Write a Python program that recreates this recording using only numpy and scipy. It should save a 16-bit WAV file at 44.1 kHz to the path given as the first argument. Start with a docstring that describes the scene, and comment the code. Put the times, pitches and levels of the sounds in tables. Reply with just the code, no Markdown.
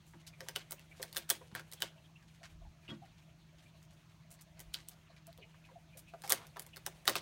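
"""Rubber bands snap against a watermelon as two people stretch them over it on a covered deck.
Each band slaps the rind with a knock, a smack and a crack, then twangs as it goes slack.
Rubber squeaks and rasps as it sticks and slips, and bumps set the table and a cardboard box ringing.
The roof and house wall add a short echo. Behind it all, clothes rustle, air puffs past,
a motor hums and the yard hisses faintly."""
import sys
import numpy as np
from scipy import signal
from scipy.fft import rfft, irfft
from scipy.io import wavfile

SR = 44100
rng = np.random.default_rng(int(sys.argv[2]) if len(sys.argv) > 2 else 0)


def pcm_store(signal):
    """Save signal as 16-bit PCM."""
    levels = np.round(np.clip(np.atleast_2d(signal), -1, 1) * 32767)
    wavfile.write(sys.argv[1], SR, levels.astype(np.int16).T)


N = 318003
TIME = np.arange(N) / SR

# A band slaps the rind: (time [s], knock level [dB], knock pitch [Hz], smack level [dB],
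# smack pitch [Hz], crack level [dB], patter fade time [s]). Levels in the tables are relative.
SNAPS = [(0.4064, -44.5, 1800, -47.5, 5500, -53, 0.0033), (0.4858, -42.5, 1700, -41.5, 5870, -42, 0.0023),
         (0.556, -57, 1410, -49, 3170, -56, 0.002), (0.5606, -40.5, 1400, -33.5, 2950, -38, 0.003),
         (0.709, -55, 1380, -58, 5750, -41, 0.0015), (0.7208, -50.5, 2200, -49.5, 3930, -36.5, 0.00085),
         (0.795, -61, 2000, -58.5, 2670, -61, 0.001), (1.0283, -42, 1770, -41, 4220, -38, 0.0015),
         (1.128, -60, 2010, -50, 4500, -50, 0.0014), (1.148, -59, 1080, -55, 3680, -51.5, 0.002),
         (1.162, -45, 1620, -56, 4500, -43.5, 0.0013), (1.1676, -38, 1640, -34, 3560, -35.5, 0.00048),
         (1.1736, -54, 1880, -44, 6140, -35, 0.00064), (1.1808, -61, 1990, -48.5, 3640, -40, 0.0008),
         (1.293, -50, 1500, -48, 3670, -39.5, 0.0012), (1.3012, -39.5, 1300, -45, 3940, -22, 0.0013),
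         (1.3054, -34, 1770, -29.5, 3320, -28.5, 0.0007), (1.551, -36.5, 1590, -45.5, 3180, -43, 0.0022),
         (1.5952, -46, 1560, -57, 3400, -55, 0.0024), (1.716, -67, 1770, -58, 4200, -51, 0.0015),
         (1.7244, -55.5, 2000, -50.5, 3800, -50, 0.0017), (1.7343, -66, 1100, -50.5, 5500, -45, 0.0028),
         (1.804, -57, 1650, -56, 3130, -51.5, 0.0035), (1.8215, -34, 1580, -30, 3030, -34, 0.0015),
         (4.594, -58.5, 2050, -58, 6150, -53, 0.0012), (4.6025, -55.5, 2070, -56.5, 3200, -48, 0.0013),
         (4.74, -76, 1600, -53, 6100, -41.5, 0.0008), (4.7433, -50.5, 1450, -34.5, 3950, -51, 0.0006),
         (4.8863, -68, 2160, -58, 4500, -42.5, 0.00069), (5.269, -66, 1366, -65, 5340, -54, 0.0015),
         (5.3287, -84, 1380, -61, 3940, -67, 0.00067), (5.377, -70, 1100, -63, 3470, -61.5, 0.0005),
         (6.22, -60, 1590, -57, 4150, -52, 0.0012), (6.277, -49.5, 2200, -51, 5200, -47.5, 0.0053),
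         (6.2962, -52, 1090, -49, 5850, -30.5, 0.00077), (6.3028, -41.5, 1100, -38, 3430, -26.5, 0.0023),
         (6.309, -45, 1100, -36, 3600, -41, 0.0022), (6.322, -30, 1900, -28.5, 4750, -20.5, 0.0011),
         (6.4685, -74, 1150, -59, 6000, -56, 0.0014), (6.569, -46.5, 1156, -57, 2870, -56, 0.0014),
         (6.5953, -53, 1900, -49, 5400, -39.5, 0.0012), (6.6648, -61, 2140, -63, 3310, -53, 0.0023),
         (6.7612, -55, 1900, -55, 4340, -54, 0.0015), (6.769, -52.5, 1450, -50, 4430, -50, 0.005),
         (6.864, -42, 1670, -40, 6230, -35, 0.0025), (7.0548, -49, 1850, -54, 2900, -48.5, 0.0025),
         (7.078, -24, 1300, -23, 3820, -26, 0.0013), (7.0952, -34, 1970, -38, 4750, -31.5, 0.0021),
         (7.155, -33.5, 1157, -32, 2540, -36, 0.0049)]
# Bright rings in the rubber's crack: (pitch [Hz], width [Hz], level [dB])
CRACK_RINGS = [(8700, 850, -11), (9530, 540, -6), (11400, 460, -9.5), (14000, 3200, -6.5)]
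# A finger plucks a band: (time [s], level [dB], starting pitch [Hz], pitch drop [0-1], fade time [s])
PLUCKS = [(0.135, -50, 1000, 0.33, 0.0055), (0.402, -55, 654, 0.27, 0.027), (0.462, -58, 1060, 0.4, 0.011),
          (0.722, -48.5, 616, 0.24, 0.0056), (0.998, -42, 541, 0.2, 0.0056),
          (1.411, -51, 516, 0.09, 0.0092), (1.414, -53, 1034, 0.2, 0.0058), (5.384, -57, 530, 0.28, 0.015),
          (5.687, -57, 1056, 0.18, 0.0095), (5.712, -54, 530, 0.1, 0.0043), (6.136, -45, 727, 0.22, 0.0082),
          (6.238, -40.5, 886, 0.25, 0.011), (6.56, -41.5, 685, 0.14, 0.005),
          (6.568, -41.5, 930, 0.32, 0.0036), (6.868, -47.5, 1000, 0.52, 0.01),
          (7.096, -43, 667, 0.4, 0.0063)]
# Rubber squeaks under fingers: (time [s], length [s], level [dB], pitch [Hz], hoarseness [1 = full])
SQUEAKS = [(0.327, 0.028, -64, 2360, 0.44), (0.608, 0.02, -65, 2980, 0.9), (0.775, 0.026, -65.5, 2500, 0.8),
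           (0.907, 0.031, -60.5, 2300, 0.43), (1.762, 0.042, -68, 3200, 0.8), (1.867, 0.06, -71, 3210, 0.6),
           (1.973, 0.022, -70, 2710, 0.74), (2.031, 0.044, -73, 3280, 0.6),
           (2.152, 0.026, -63.5, 2750, 0.4), (1.949, 0.034, -68, 633, 0.06), (2.4, 0.048, -67.5, 678, 0.56),
           (2.608, 0.028, -68.5, 640, 0.5), (3.514, 0.034, -71.5, 620, 0.37),
           (4.458, 0.03, -73.5, 626, 0.37), (2.642, 0.034, -66.5, 860, 0.52),
           (2.873, 0.029, -55, 2770, 0.58), (2.885, 0.045, -56, 3290, 0.36), (3.013, 0.039, -60, 755, 0.68),
           (3.657, 0.02, -68, 2360, 0.26), (5.087, 0.034, -68.5, 640, 0.36), (5.16, 0.021, -70, 2345, 0.3),
           (5.27, 0.033, -62.5, 658, 0), (5.409, 0.036, -63, 2830, 1), (5.418, 0.033, -62, 2340, 0.57),
           (5.634, 0.033, -66, 2560, 1.1), (5.753, 0.021, -57.5, 707, 0.52),
           (5.921, 0.041, -67.5, 2430, 0.4), (5.944, 0.048, -68, 600, 0.7),
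           (6.059, 0.059, -66.5, 2500, 0.55), (6.728, 0.023, -58, 2760, 0.7)]
# Rubber drags over skin and rind, and a few short strokes are a band pattering on the rind: (time [s], length
# [s], level [dB], middle pitch [Hz])
RUBS = [(0.058, 0.11, -70, 7300), (0.265, 0.028, -51.5, 4180), (0.427, 0.031, -67, 6450),
        (0.604, 0.014, -56, 1490), (0.95, 0.25, -66.5, 3500), (1.016, 0.018, -51, 6000),
        (1.23, 0.023, -72, 3100), (1.515, 0.0069, -58.5, 1100), (1.559, 0.059, -50, 1720),
        (2.275, 0.021, -66.5, 2700), (2.429, 0.046, -53, 1900), (2.883, 0.075, -57, 1290),
        (3.82, 0.047, -69, 6000), (3.93, 0.022, -72, 5000), (4.301, 0.06, -58.5, 8000),
        (4.409, 0.016, -55, 8910), (4.604, 0.02, -57, 7350), (4.748, 0.036, -77, 3400),
        (4.91, 0.029, -63, 4240), (4.56, 0.052, -69, 750), (4.9, 0.097, -72, 700), (5.1, 0.057, -69, 905),
        (5.27, 0.03, -69, 1100), (5.54, 0.022, -64.5, 790), (5.969, 0.037, -53, 9300),
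        (6.235, 0.04, -51.5, 4200), (6.302, 0.017, -39.5, 1070), (6.353, 0.11, -56, 1090),
        (6.58, 0.078, -65, 1320), (6.619, 0.011, -51.5, 9400), (7.079, 0.0084, -31, 1250),
        (7.162, 0.028, -39, 3000)]
# A hand bumps the melon or table: (time [s], table level [dB], hollow knock level [dB])
BUMPS = [(0.142, -50, -54), (1.525, -44.5, -62), (2.889, -46, -45), (2.917, -41, -41.5), (4.788, -69, -58)]
# Notes of the table top: (pitch [Hz], level [dB], time to fade by 60 dB [s])
TABLE_NOTES = [(122, -14, 0.35), (159.6, 3.5, 0.18), (196.2, -8, 0.14)]
# Notes of the hollow of table and box: (pitch [Hz], level [dB], time to fade by 60 dB [s])
HOLLOW_NOTES = [(218.6, -1, 0.12), (289.2, -3, 0.1202), (336.4, -5, 0.28), (545, -11, 0.15),
                (637.4, -15, 0.14), (929, -10, 0.11), (1142, -10.5, 0.11), (1544, -15, 0.12),
                (1900, -13, 0.09)]
# The deck's echo: (frequency [Hz], time to fade by 60 dB [s], level against the direct sound [dB])
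DECK_ECHO = [(186, 0.5, 1), (570, 0.012, 2.5), (1660, 0.105, -7), (2500, 0.11, -5), (3500, 0.15, -6.5),
             (8000, 0.1004, -7), (16000, 0.09, -7)]
# The hands work a band down over the melon: (start [s], end [s])
BUSY_SPELLS = [(0.3, 1.88), (6.049, 7.9)]
# Tone of the rustling clothes: (frequency [Hz], level [dB])
RUSTLE_TONE = [(220, -19), (310, -4), (450, -0.5), (650, 5.5), (1200, -8), (2600, 2.5), (4500, -12),
               (9000, -8), (16000, -16.5)]
# Air moves past the microphone: (time [s], length [s], level [dB])
PUFFS = [(2.487, 0.24, -54.5), (4.601, 0.14, -60)]
# Tone of the steady outdoor air: (frequency [Hz], level [dB])
AIR_TONE = [(25, -8), (45, 3), (70, 6.5), (120, 4), (170, -3), (230, -17.5), (320, -5), (460, -21.5),
            (650, -30), (900, -20.5), (1700, -39), (2700, -45.5), (4000, -26), (6500, -21.5),
            (10500, -47.5), (15500, -33)]

SLIDE_S = 0.006  # a band slides this long before it lands


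def snaps(spike, ring_spike=3.5, smack_gain_db=1.6):
    """A band slaps the melon: the rind thuds and knocks, the rubber smacks and cracks."""
    out = np.zeros(N)
    for start, knock_db, knock_hz, smack_db, smack_hz, crack_db, patter_s in SNAPS:
        thud = band(landing(0.01, spike), 380, 1300)
        width_hz = 720 * np.sqrt(1 + from_db(knock_db + 31))  # a harder knock has a less clear pitch
        knock = resonance(landing(0.0028, ring_spike), knock_hz, width_hz)
        knock = resonance(knock, knock_hz, width_hz)
        rubber_ring = rms_one(resonance(landing(patter_s, ring_spike), smack_hz, 0.23 * smack_hz))
        touch = landing(patter_s, spike)
        smack = band(rubber_ring + from_db(-8) * rms_one(band(touch, 2900, 5000)), 1700, 5800)
        crack = rms_one(band(touch, 5300, 17100))
        crack += sum(from_db(db) * rms_one(resonance(touch, hz, width)) for hz, width, db in CRACK_RINGS)
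        # A band that lands flat patters longer and thuds more.
        thud_db = (knock_db + crack_db) / 2 + 3 * np.log2(patter_s / 0.0019) - 7
        rind = at_level(thud, thud_db) + at_level(bounce(knock, knock_hz), knock_db)
        rubber = at_level(bounce(smack, smack_hz), smack_db + smack_gain_db) + at_level(crack, crack_db)
        add(out, start - SLIDE_S, rind + rubber)
    return out


def landing(fade_s, spike):
    """The push of a band: it slides, lands with a sharp touch of size `spike`, then patters down."""
    t = (np.arange(SR // 40) - round(SLIDE_S * SR)) / SR
    slide = from_db(-21.5) * np.exp(-abs(t) / 0.00085)
    patter = np.exp(-abs(t) / fade_s)
    force = rng.standard_normal(len(t)) * np.where(t < 0, slide, patter)
    return force / np.linalg.norm(force) + spike * (t == 0)


def bounce(ring, hz, rough_gap_s=0.0013):
    """The band lands again, more softly and in step with the ring, which makes it last longer."""
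    cycles = np.ceil(rough_gap_s * hz - .5)
    lag = round(cycles / hz * SR)
    return ring + rng.uniform(.2, .6) * np.pad(ring, (lag, 0))[:len(ring)]


def twangs(sag_s=0.016, gain_db=2):
    """A plucked or just-snapped band swings briefly, and its pitch falls as it goes slack."""
    out, t = np.zeros(N), TIME[:SR // 8]
    rise = 1 - np.exp(-t / 0.002)
    roughness = .36 + .3 * np.exp(-t / 0.0023)
    after_snaps = [(start + 0.00618, knock_db - 17.5, 721 * 2 ** rng.uniform(-.18, .18), 0.24, 0.0079)
                   for start, knock_db, *_ in SNAPS]  # same columns as PLUCKS
    for start, db, hz, drop, fade_s in PLUCKS + after_snaps:
        pitch = hz * (1 - drop * (1 - np.exp(-t / sag_s)))
        phase = 2 * np.pi * np.cumsum(pitch) / SR
        octave = from_db(-3) * np.exp(-t / 0.0046) * np.sin(2 * phase)
        flutter = roughness * rms_one(band_noise(len(t), hz / 2, 1.7 * hz))
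        wave = np.sin(phase) + octave + flutter
        add(out, start, from_db(db + gain_db) * wave * rise * np.exp(-t / fade_s))
    return out


def squeaks(glide=0.045, gain_db=-0.5):
    """Rubber sticks and slips in a short, bending note: clear if the slips are even, hoarse if not."""
    out = np.zeros(N)
    faint_and_clear = [(*row, 0) for row in scattered(12, length_s=.018, db=-75.5, hz=2698.5, octaves=.6)]
    for start, length_s, db, hz, hoarse in SQUEAKS + faint_and_clear:
        n, hoarse = int(length_s * SR), min(hoarse, 1)
        pitch = hz * (1 + glide * rng.uniform(-1.5, 1) * np.linspace(-1, 1, n))
        even = rms_one(np.sin(2 * np.pi * np.cumsum(pitch) / SR))
        uneven = rms_one(band_noise(SR // 4, hz / 1.12, hz * 1.12)[-n:])
        note = ((1 - hoarse) * even + hoarse * uneven) * signal.windows.tukey(n, .8)
        add(out, start, from_db(db + gain_db) * rms_one(note))
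    return out


def rubs(slip_s=.0012, slip_spread_db=4.5, gain_db=-4):
    """Dragged rubber makes tiny, uneven slips that blur into a short rasp."""
    out, t = np.zeros(N), TIME[:SR // 4]
    # A band scrapes off the fingers before a snap and settles on the rind after it. Columns as in RUBS.
    scrapes = [(start - 0.011, 0.011, max(smack_db, crack_db) - 20.5, 3500)
               for start, _, _, smack_db, _, crack_db, _ in SNAPS]
    settles = [(start, 0.069, smack_db - 22.5, 2240) for start, _, _, smack_db, *_ in SNAPS]
    # Fingertips flick off each pluck and fiddle with loose bands.
    flicks = [(start, 0.011, db - 14, 1000) for start, db, *_ in PLUCKS]
    fiddles = scattered(32, length_s=.03, db=-68, hz=2600, octaves=1)
    fading = RUBS + settles + flicks + fiddles
    for strokes, change_db in ((fading, -8), (scrapes, 9.5)):
        for start, length_s, db, hz in strokes:
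            n = int(length_s * SR)
            sizes = from_db(slip_spread_db * rng.standard_normal(len(t)))[(t / slip_s).astype(int)]
            slips = rng.standard_normal(len(t)) * sizes
            body = rms_one(resonance(slips, hz, 0.54 * hz))
            hiss = rms_one(band(slips, min(900, hz / 2), 3 * hz))
            rasp = band(body + hiss, 210, 18500)[:n]
            shape = signal.windows.tukey(n, .2) * from_db(np.linspace(0, change_db, n))
            add(out, start, from_db(db + gain_db) * rms_one(rasp * shape))
    return out


def table_bumps(rise_s=0.0018, gain_db=-4):
    """Hand bumps and snaps set the loaded table top ringing."""
    out, t = np.zeros(N), TIME[:SR // 2]
    ring = sum(fading_note(t, hz, db, ring_s) for hz, db, ring_s in TABLE_NOTES)
    shakes = [(start, knock_db - 19.5) for start, knock_db, *_ in SNAPS]
    for start, db, *_ in BUMPS + shakes:
        add(out, start, from_db(db + gain_db) * ring * (1 - np.exp(-t / rise_s)))
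    return out


def hollow_knocks(rise_s=0.0035):
    """Every blow rings the hollow of table and box; hard blows favour the high notes."""
    out, t = np.zeros(N), TIME[:SR // 3]
    soft = [(start, db, -1.5) for start, _, db in BUMPS]
    hard = [(start, knock_db - 21, 6.5) for start, knock_db, *_ in SNAPS]
    lowest_hz = HOLLOW_NOTES[0][0]
    for start, blow_db, db_per_octave in soft + hard:
        ring = 0
        for hz, db, ring_s in HOLLOW_NOTES:
            lift_db = db_per_octave * np.log2(hz / lowest_hz) + rng.normal(0, 2)
            ring += fading_note(t, hz, db + lift_db, ring_s)
        add(out, start, from_db(blow_db) * ring * (1 - np.exp(-t / rise_s)))
    return out


def deck_echo(sound, rise_s=0.0043, wall_s=0.0068, reflection_s=.0006):
    """Table, bodies, wall and roof scatter a short echo; the yard returns a faint, longer, duller one."""
    t, echo = TIME[:SR // 2], 0
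    hz, ring_times, levels = np.transpose(DECK_ECHO)
    chance_db = 4.5 * np.minimum(rng.standard_normal(len(t)), 1.5)[(t / reflection_s).astype(int)]
    wall_db = 5 * (abs(t - wall_s) < 2 * reflection_s)
    reflections = from_db(chance_db + wall_db) * np.minimum(t / rise_s, 1) ** 2
    edges = np.geomspace(100, 18000, 12)
    for low, high in zip(edges, edges[1:]):
        log_middle = np.log(low * high) / 2
        ring_s = np.interp(log_middle, np.log(hz), ring_times)
        db = np.interp(log_middle, np.log(hz), levels)
        near = from_db(-60 * t / ring_s)
        far = from_db(-19 - 60 * t / 0.53 * (1 + low / 9000))
        tail = band(rng.standard_normal(len(t)) * reflections * (near + far), low, high)
        echo += from_db(db) * tail / np.linalg.norm(tail) * np.sqrt(2 * (high - low) / SR)
    return signal.fftconvolve(sound, echo)[:N]


def rustle(ramp_s=0.4):
    """Clothes rustle, with stray ticks of rubber and cloth; louder and busier while the hands work."""
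    effort = sum(np.clip(np.minimum(TIME - start, end - TIME) / ramp_s + .5, 0, 1)
                 for start, end in BUSY_SPELLS)
    ticks_per_s = 12 + 40 * effort
    taps = rng.uniform(-1, 1, N) * (rng.random(N) < ticks_per_s / SR)
    ticks = band(signal.fftconvolve(taps, landing(fade_s=0.002, spike=0.2))[:N], 1016, 13000)
    flicker = from_db(2 * drift(35) + .8 * drift(9))
    cloth = shaped_noise(RUSTLE_TONE) * flicker
    return from_db(-77 + 5.5 * effort) * (cloth + from_db(12) * ticks)


def air_puffs():
    """Moving air gives brief, deep rumbles."""
    out = np.zeros(N)
    for start, length_s, db in PUFFS:
        n = int(length_s * SR)
        rumble = band_noise(SR, 36, 70)[-n:] * signal.windows.tukey(n, .5)
        add(out, start, from_db(db) * rms_one(rumble))
    return out


def motor_hum(hz=159.5, wander_hz=1.23):
    """A motor hums a wavering note over a low drone."""
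    phase = 2 * np.pi * np.cumsum(hz + wander_hz * drift(8)) / SR
    tone = rms_one(np.sin(phase) + from_db(-22) * np.sin(2 * phase))
    drone = rms_one(band_noise(N, hz - 50, hz + 25))
    return from_db(-64) * tone + from_db(-68) * drone


def yard(flicker_db=3.7):
    """A faint hiss flickers in patches, and a hollow note comes and goes."""
    edges, hiss = 800 * 2 ** (np.arange(11) / 4), 0
    for low, high in zip(edges, edges[1:]):
        tilt_db = np.log2(low / edges[0])  # 1 dB louder each octave up
        hiss += rms_one(band_noise(N, low, high)) * from_db(tilt_db + flicker_db * drift(40))
    hollow = band_noise(N, 600, 710) * from_db(8 * np.tanh(drift(17)))
    return from_db(-73) * rms_one(hiss) + from_db(-78) * rms_one(hollow)


def scattered(count, length_s, db, hz, octaves):
    """Small sounds strewn over the whole time: (time [s], length [s], level [dB], pitch [Hz])."""
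    return [((k + when) / count * N / SR, length_s, db + 6 * (loud - .5), hz * 2 ** (octaves * (high - .5)))
            for k, (when, loud, high) in enumerate(rng.random((count, 3)))]


def fading_note(t, hz, db, ring_s):
    """A pure note that fades by 60 dB in ring_s."""
    return from_db(db - 60 * t / ring_s) * np.sin(2 * np.pi * hz * t)


def band(x, low_hz, high_hz):
    """Keep the part of a sound between two frequencies."""
    return signal.sosfilt(signal.butter(2, [low_hz, min(high_hz, .45 * SR)], "band", fs=SR, output="sos"), x)


def band_noise(n, low_hz, high_hz):
    """Noise between two frequencies, n samples long."""
    return band(rng.standard_normal(n), low_hz, high_hz)


def resonance(x, hz, width_hz):
    """Make a sound ring at one pitch; a narrower width rings longer."""
    r = np.exp(-np.pi * width_hz / SR)
    return signal.lfilter([1, 0, -1], [1, -2 * r * np.cos(2 * np.pi * hz / SR), r * r], x)


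def shaped_noise(tone):
    """Steady noise whose lows and highs follow a table."""
    hz, db = np.transpose(tone)
    bins = np.maximum(np.fft.rfftfreq(N, 1 / SR), 1)
    gain = from_db(np.interp(np.log(bins), np.log(hz), db)) * np.minimum(bins / hz[0], 1) ** 2
    return rms_one(irfft(rfft(rng.standard_normal(N)) * gain, N))


def drift(turns_per_s):
    """A random wander with a typical size of 1."""
    return rms_one(np.interp(TIME * turns_per_s, np.arange(4000), rng.standard_normal(4000)))


def from_db(db):
    """Turn decibels into a multiplier."""
    return 10 ** (np.asarray(db) / 20)


def rms_one(x):
    """Scale to an average strength (rms) of 1."""
    return x / np.sqrt(np.mean(x ** 2) + 1e-20)


def at_level(hit, db, contact_s=0.003):
    """Give a hit the energy of a sound held at this level for contact_s."""
    return hit / np.linalg.norm(hit) * np.sqrt(contact_s * SR) * from_db(db)


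def add(out, start_s, sound):
    """Mix a sound in at a time."""
    i = max(round(start_s * SR), 0)
    out[i:i + len(sound)] += sound[:max(N - i, 0)]


def scene():
    """Snaps and handling sounds with their echo, over the quiet background."""
    handling = twangs() + rubs() + table_bumps() + squeaks()
    direct = snaps(spike=0.6)
    # The echo gathers a snap from all directions, which evens out its tone; a bigger spike does that.
    echo = deck_echo(handling + snaps(spike=1.1))
    background = yard() + motor_hum() + rustle() + air_puffs() + from_db(-67) * shaped_noise(AIR_TONE)
    return (direct + handling + hollow_knocks() + echo + background)[None]


def record(dry):
    """The microphone drops the deepest bass and steeply cuts the highest treble."""
    thinned = signal.sosfilt(signal.butter(4, 36, "high", fs=SR, output="sos"), dry)
    return signal.sosfilt(signal.ellip(10, .3, 70, 16000, fs=SR, output="sos"), thinned)


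dry = scene()
out = record(dry)
pcm_store(out)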